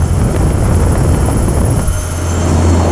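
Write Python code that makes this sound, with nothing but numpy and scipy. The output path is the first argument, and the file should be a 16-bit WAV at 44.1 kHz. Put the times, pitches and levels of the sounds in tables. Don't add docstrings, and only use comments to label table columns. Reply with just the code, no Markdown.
import sys
import numpy as np
from scipy import signal
from scipy.fft import rfft, irfft, next_fast_len
from scipy.io import wavfile
from scipy.ndimage import uniform_filter1d, minimum_filter1d

SR = 44100
rng = np.random.default_rng(int(sys.argv[2]) if len(sys.argv) > 2 else 0)


def bounce(signal):
    frames = np.transpose(np.atleast_2d(signal))
    limited = np.clip(frames, -1, 1)
    pcm = np.round(limited * 32767).astype(np.int16)
    wavfile.write(sys.argv[1], SR, pcm)


N = 128331
T = np.arange(N) / SR

BLADE_HZ, TAIL_HZ = 17.77, 85.35
TURN_START_S, TURN_END_S = 1.37, 2.2

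# (time [s], level [dB])
RUMBLE_LEVEL = [(0, -17), (.22, -25), (.45, -17), (.65, -17), (.8, -18), (1.25, -22), (1.5, -19),
                (1.62, -16.5), (1.76, -18), (1.86, -11.5), (1.98, -18.5), (2.08, -29), (2.45, -35),
                (2.7, -33), (2.9, -32)]
# (time [s], level [dB])
BUFFET_LEVEL = [(0, -11), (.1, -14), (.2, -11), (.63, -14.5), (.78, -12), (1.1, -11.5), (1.5, -13.5),
                (1.77, -11), (1.86, -22), (2.05, -37), (2.3, -34), (2.55, -20.5), (2.9, -24)]
# (time [s], level [dB])
RUSH_LEVEL = [(0, -25), (.1, -26), (.19, -21), (.3, -18), (.55, -19.5), (.8, -17.5), (1.05, -18),
              (1.28, -17.5), (1.45, -18.5), (1.62, -17), (1.8, -21), (1.88, -34), (2.1, -37.5), (2.35, -25),
              (2.65, -18), (2.9, -23)]
# (time [s], level [dB])
DRAUGHT_LEVEL = [(0, -60), (2.0, -47), (2.18, -31), (2.35, -23), (2.5, -17.5), (2.68, -16), (2.82, -14),
                 (2.9, -15)]
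# (frequency [Hz], relative density [dB per Hz])
RUMBLE_SPECTRUM = [(15, -12), (24, -9), (31, 0.5), (42, -4), (52, 4), (65, -10), (100, -15)]
# (frequency [Hz], relative density [dB per Hz])
BUFFET_SPECTRUM = [(30, -42), (48, -2.5), (68, 1), (95, -1.5), (130, -3), (180, -9.5), (260, -22),
                   (500, -41)]
# (frequency [Hz], relative density [dB per Hz])
RUSH_SPECTRUM = [(90, -18), (160, 0.5), (250, 0.5), (400, -2.5), (630, -8), (1000, -14), (1500, -21.5),
                 (2200, -27), (4000, -45), (8000, -67)]
# (frequency [Hz], relative density [dB per Hz])
DRAUGHT_SPECTRUM = [(140, -2.5), (220, 2), (330, 3.5), (450, -5), (700, -5.5), (1000, -9), (1350, -20),
                    (2100, -24.5), (3000, -29), (5000, -37)]
RUSH_TRIM_DB, RUSH_SPLIT_HZ = 0.27, 380
RUSH_FLUTTER_DB, RUSH_LUMP_DB, LOW_EDDY_DB, DRAUGHT_FLUTTER_DB = 2, 1.5, 3, 1.3

# (time [s], thud level [dB], crack level [dB])
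SLAP_HITS = [(0.023, -18, -37), (0.217, -17, -27), (.348, -25, -26.5), (.364, -14, -21.5), (.505, -22, -25),
             (.746, -30, -24.5), (.836, -20, -30.5), (0.956, -13, -30), (1.145, -23, -23.5),
             (1.275, -19, -40), (1.3, -22, -26.5), (1.484, -17, -28), (1.618, -15, -31), (1.795, -19, -25)]
# (frequency [Hz], relative density [dB per Hz])
THUD_SPECTRUM = [(150, -4), (400, 0.5), (900, -2.5), (1600, -12), (3000, -30)]
# (frequency [Hz], relative density [dB per Hz])
CRACK_SPECTRUM = [(900, 0), (1900, 1), (3000, -6.5), (4500, -15.5), (8000, -15)]
SLAP_S = 0.0021

# (time [s], level [dB])
SWISH_LEVEL = [(1.8, -70), (1.95, -35), (2.03, -36), (2.1, -38), (2.18, -46), (2.35, -70)]
# (frequency [Hz], relative density [dB per Hz])
SWISH_SPECTRUM = [(7500, -19), (9300, 1), (10400, 4), (11200, -4), (12200, -16), (13500, -24)]

# (time [s], level [dB])
ROAR_LEVEL = [(0, -26.5), (1.7, -27.5), (2.0, -23.5), (2.2, -22), (2.45, -21.5), (2.9, -24.5)]
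# (frequency [Hz], relative density [dB per Hz])
ROAR_SPECTRUM = [(60, -4), (115, 4.5), (155, 8.5), (210, -8), (320, -7), (600, -7.5), (950, -11.5),
                 (1350, -10), (1700, -17.5), (2400, -21), (3000, -21.5), (3700, -28), (4700, -27.5),
                 (6000, -61)]
# (time [s], level [dB])
DOOR_HISS_LEVEL = [(0, -37), (1.1, -34.5), (1.8, -35.5), (2.05, -36.5), (2.25, -37.5), (2.5, -36.5),
                   (2.9, -41)]
# (frequency [Hz], relative density [dB per Hz])
DOOR_HISS_SPECTRUM = [(3500, -32), (4700, -5.5), (5400, 3.5), (5900, -1), (6500, 1.5), (7500, 2), (9000, 1),
                      (10200, 1), (11000, -8), (11800, -16), (13000, -30)]
# (time [s], level [dB])
CABIN_HISS_LEVEL = [(0, -55), (1.8, -45), (2.1, -37.5), (2.42, -35.5), (2.65, -32), (2.9, -34.5)]
# (frequency [Hz], relative density [dB per Hz])
CABIN_HISS_SPECTRUM = [(3000, -17), (4700, -13), (5500, 2), (5950, -1), (6700, 3), (7600, 2), (8600, -8),
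                       (9700, -13), (11500, -33)]

FAINT_GEAR_HZ = [613.7, 2121, 3408, 3763, 5556, 6358, 6767]
# (level at the door [dB], level in the cabin [dB])
FAINT_GEAR_DB = [(-40.5, -32.5), (-74, -47), (-63.5, -58), (-73, -53.5), (-53, -51), (-56, -45.5),
                 (-65, -56)]
# (time [s], level [dB])
HOWL_LEVEL = [(0, -53), (.5, -43), (.9, -42), (1.4, -44.5), (1.7, -51), (1.92, -36.5), (2.15, -43.5),
              (2.33, -36.5), (2.55, -52), (2.9, -54)]
# (time [s], level [dB])
PAIR_LEVEL = [(0, -52), (.9, -56), (1.15, -49), (1.7, -54), (1.95, -44), (2.14, -51), (2.36, -43),
              (2.6, -48), (2.9, -47)]
# (time [s], level [dB])
RING_LEVEL = [(0, -69), (.25, -52), (.7, -63), (1.15, -52), (1.7, -57), (2.3, -55), (2.6, -43),
              (2.82, -39.5), (2.9, -48)]
# (time [s], level [dB])
WHISTLE_LEVEL = [(0, -43), (.15, -48), (.3, -57), (1.4, -55), (1.88, -44), (1.98, -33), (2.08, -40),
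                 (2.2, -40), (2.3, -32), (2.38, -45), (2.44, -32.5), (2.53, -45), (2.9, -39)]
# (time [s], level [dB])
HIGH_LEVEL = [(0, -46), (.85, -55), (1.1, -46), (1.5, -54), (2.22, -47), (2.31, -35), (2.44, -37),
              (2.62, -50), (2.73, -33), (2.9, -49)]
# (time [s], level [dB])
TOP_LEVEL = [(0, -62), (2.3, -56), (2.44, -43), (2.56, -52), (2.72, -37), (2.9, -53)]
HOWL_HZ, PAIR_HZ = (1345, 1416), (3025, 3133)
RING_HZ, WHISTLE_HZ, HIGH_HZ, TOP_HZ = 4307, 6272, 7337, 8619
GEAR_WIDTH_HZ, GEAR_WAVER = 12, 0.62
HOWL_WIDTH_HZ, HOWL_WAVER = 45, 0.92
STRONG_WIDTH_HZ, STRONG_WAVER = 27, 0.31
GEAR_WOBBLE = 0.001103

# (time [s], level [dB])
WHINE_LEVEL = [(0, -41.5), (1.0, -39), (1.85, -35.5), (2.05, -33.5), (2.28, -36), (2.4, -43), (2.9, -43)]
# (time [s], level [dB])
CHIRP_LEVEL = [(0, -37), (.7, -34.5), (1.3, -30.5), (1.88, -29.5), (2.02, -34), (2.18, -37), (2.4, -48),
               (2.9, -54)]
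# (share of the cycle [0-1], centre frequency [Hz], relative level [dB])
BLADE_PASSAGE = [(0, 10670, -23), (.19, 10640, -25), (.31, 10730, -0.5), (.44, 10780, 3.5),
                 (.57, 10500, -1.5), (.73, 10190, -1), (.87, 10040, -29), (1, 9830, -22)]
WHINE_HZ, WHINE_WIDTH_HZ, WHINE_WAVER = 10764, 91, 0.91
CHIRP_SPREAD_HZ, CHIRP_VARY_DB, CHIRP_JITTER_S = 350, 1.5, 0.002

# (time [s], level [dB])
DRONE_LEVEL = [(0, -18), (1.75, -23), (1.95, -20), (2.1, -19), (2.25, -16.5), (2.42, -14.5), (2.6, -11),
               (2.78, -9), (2.9, -14)]
# (multiple of the tail rotor pitch, relative level [dB])
DRONE_HARMONICS = [(1, 0), (2, -21), (3, -19), (4, -20.5), (5, -32)]
THROB_DB = -34.5

MIRROR_HZ, MIRROR_DB = 24000, -9.5
CEILING, LIMITER_DB_PER_S, CUTOFF_HZ = 0.79, 152, 15000


def from_db(db):
    return 10 ** (np.asarray(db) / 20)


def rms_one(x):
    return x / np.sqrt(np.mean(np.abs(x) ** 2) + 1e-20)


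def level(rows):
    return from_db(np.interp(T, *np.transpose(rows)))


def drift(rate_hz):
    pole = np.exp(-16 * np.pi * rate_hz / SR)
    white = rng.standard_normal(N // 8 + 4002)
    slow = signal.lfilter([1], [1, -2 * pole, pole * pole], white)[4000:]
    return np.interp(np.arange(N) / 8, np.arange(len(slow)), rms_one(slow))


def noise(spectrum):
    hz, db = np.transpose(spectrum)
    size = next_fast_len(N)
    f = np.maximum(np.arange(size // 2 + 1) * SR / size, 1)
    gain = from_db(np.interp(np.log(f), np.log(hz), db))
    gain = gain * np.minimum(1, f / hz[0]) ** 2 * np.minimum(1, hz[-1] / f) ** 2
    return rms_one(irfft(rfft(rng.standard_normal(size)) * gain, size)[:N])


def tone(hz, width_hz, waver):
    waver = np.clip(waver, 0, 1)
    scatter = drift(width_hz) + 1j * drift(width_hz)
    swing = np.sqrt(1 - waver) + np.sqrt(waver / 2) * scatter
    cycles = np.cumsum(hz + np.zeros(N)) / SR + rng.random()
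    return rms_one(np.real(swing * np.exp(2j * np.pi * cycles)))


def steadied(x, window_s, share):
    size = max(int(window_s * SR), 2)
    power = np.abs(signal.hilbert(x, next_fast_len(N))[:N]) ** 2
    power = uniform_filter1d(uniform_filter1d(power, size), size) + 1e-9
    return rms_one(x / power ** (np.clip(share, 0, 1) / 2))


def wind():
    rumble = steadied(noise(RUMBLE_SPECTRUM), 0.027, 0.62)
    buffet = steadied(noise(BUFFET_SPECTRUM), 0.022, 0.88)

    eddies = rms_one(from_db(RUSH_FLUTTER_DB * drift(59) - RUSH_LUMP_DB * buffet))
    air = noise(RUSH_SPECTRUM)
    split = signal.butter(2, RUSH_SPLIT_HZ, fs=SR, output="sos")
    low = signal.sosfiltfilt(split, air)
    low_eddies = rms_one(from_db(LOW_EDDY_DB * drift(47)))
    rush = steadied((low * low_eddies + air - low) * eddies, 0.048, 0.79)

    flutter = from_db(DRAUGHT_FLUTTER_DB * drift(83))
    draught = steadied(noise(DRAUGHT_SPECTRUM) * flutter, 0.06, 0.42)

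    at_door = level(RUMBLE_LEVEL) * rumble + level(BUFFET_LEVEL) * buffet
    at_door = at_door + from_db(RUSH_TRIM_DB) * level(RUSH_LEVEL) * rush
    return at_door + level(DRAUGHT_LEVEL) * draught


def slaps():
    thud, crack = noise(THUD_SPECTRUM), noise(CRACK_SPECTRUM)
    total = np.zeros(N)
    for hit_s, thud_db, crack_db in SLAP_HITS:
        burst = np.exp(-((T - hit_s) / SLAP_S) ** 2 / 2)
        total += burst * (from_db(thud_db) * thud + from_db(crack_db) * crack)
    return total


def swish():
    return level(SWISH_LEVEL) * noise(SWISH_SPECTRUM)


def engines():
    door_hiss = level(DOOR_HISS_LEVEL) * noise(DOOR_HISS_SPECTRUM)
    cabin_hiss = level(CABIN_HISS_LEVEL) * noise(CABIN_HISS_SPECTRUM)
    flicker = from_db(1.1 * drift(30))
    return (door_hiss + cabin_hiss) * flicker + level(ROAR_LEVEL) * noise(ROAR_SPECTRUM)


def gearbox():
    inside = np.interp(T, [TURN_START_S, TURN_END_S], [0, 1])
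    sway = 1 + GEAR_WOBBLE * drift(5.06)
    total = np.zeros(N)
    for hz, (door_db, cabin_db) in zip(FAINT_GEAR_HZ, FAINT_GEAR_DB):
        gain = from_db(door_db + (cabin_db - door_db) * inside)
        total += gain * tone(hz * sway, GEAR_WIDTH_HZ, GEAR_WAVER)
    for hz in HOWL_HZ:
        total += level(HOWL_LEVEL) * tone(hz, HOWL_WIDTH_HZ, HOWL_WAVER)
    strong = [(hz, PAIR_LEVEL) for hz in PAIR_HZ]
    strong += [(RING_HZ, RING_LEVEL), (WHISTLE_HZ, WHISTLE_LEVEL), (HIGH_HZ, HIGH_LEVEL), (TOP_HZ, TOP_LEVEL)]
    for hz, curve in strong:
        total += level(curve) * tone(hz * sway, STRONG_WIDTH_HZ, STRONG_WAVER)
    return total


def turbine():
    share, hz, db = np.transpose(BLADE_PASSAGE)
    cycle = (T + CHIRP_JITTER_S * drift(8.4)) * BLADE_HZ % 1

    white = rng.standard_normal(N) + 1j * rng.standard_normal(N)
    blur = signal.sosfilt(signal.butter(4, CHIRP_SPREAD_HZ, fs=SR, output="sos"), white)
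    cycles = np.cumsum(np.interp(cycle, share, hz)) / SR
    glide = rms_one(np.real(blur * np.exp(2j * np.pi * cycles)))

    chirps = glide * from_db(np.interp(cycle, share, db) + CHIRP_VARY_DB * drift(25))
    whine = tone(WHINE_HZ, WHINE_WIDTH_HZ, WHINE_WAVER)
    return level(CHIRP_LEVEL) * chirps + level(WHINE_LEVEL) * whine


def rotors():
    drone = np.zeros(N)
    for order, db in DRONE_HARMONICS:
        drone += from_db(db) * tone(order * TAIL_HZ, 4.8, 0.0089 * order * order)
    throb = from_db(THROB_DB) * tone(2 * BLADE_HZ, 4.4, 0.3)
    return level(DRONE_LEVEL) * drone + throb


def scene():
    mix = wind() + slaps() + swish() + engines() + gearbox() + turbine() + rotors()
    return mix[None]


def record(dry):
    top = signal.sosfilt(signal.butter(6, 10500, "high", fs=SR, output="sos"), dry[0])
    mirrored = np.real(signal.hilbert(top) * np.exp(-2j * np.pi * MIRROR_HZ * T))
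    x = dry[0] + from_db(MIRROR_DB) * mirrored

    over_db = 20 * np.log10(np.maximum(np.abs(x) / CEILING, 1))
    release_db = LIMITER_DB_PER_S * T
    held_db = np.maximum.accumulate(over_db + release_db) - release_db
    gain_db = uniform_filter1d(minimum_filter1d(-held_db, size=65), size=65)
    x = x * from_db(gain_db)

    return signal.sosfilt(signal.cheby2(16, 60, CUTOFF_HZ, fs=SR, output="sos"), x)[None]


dry = scene()
out = record(dry)
bounce(out)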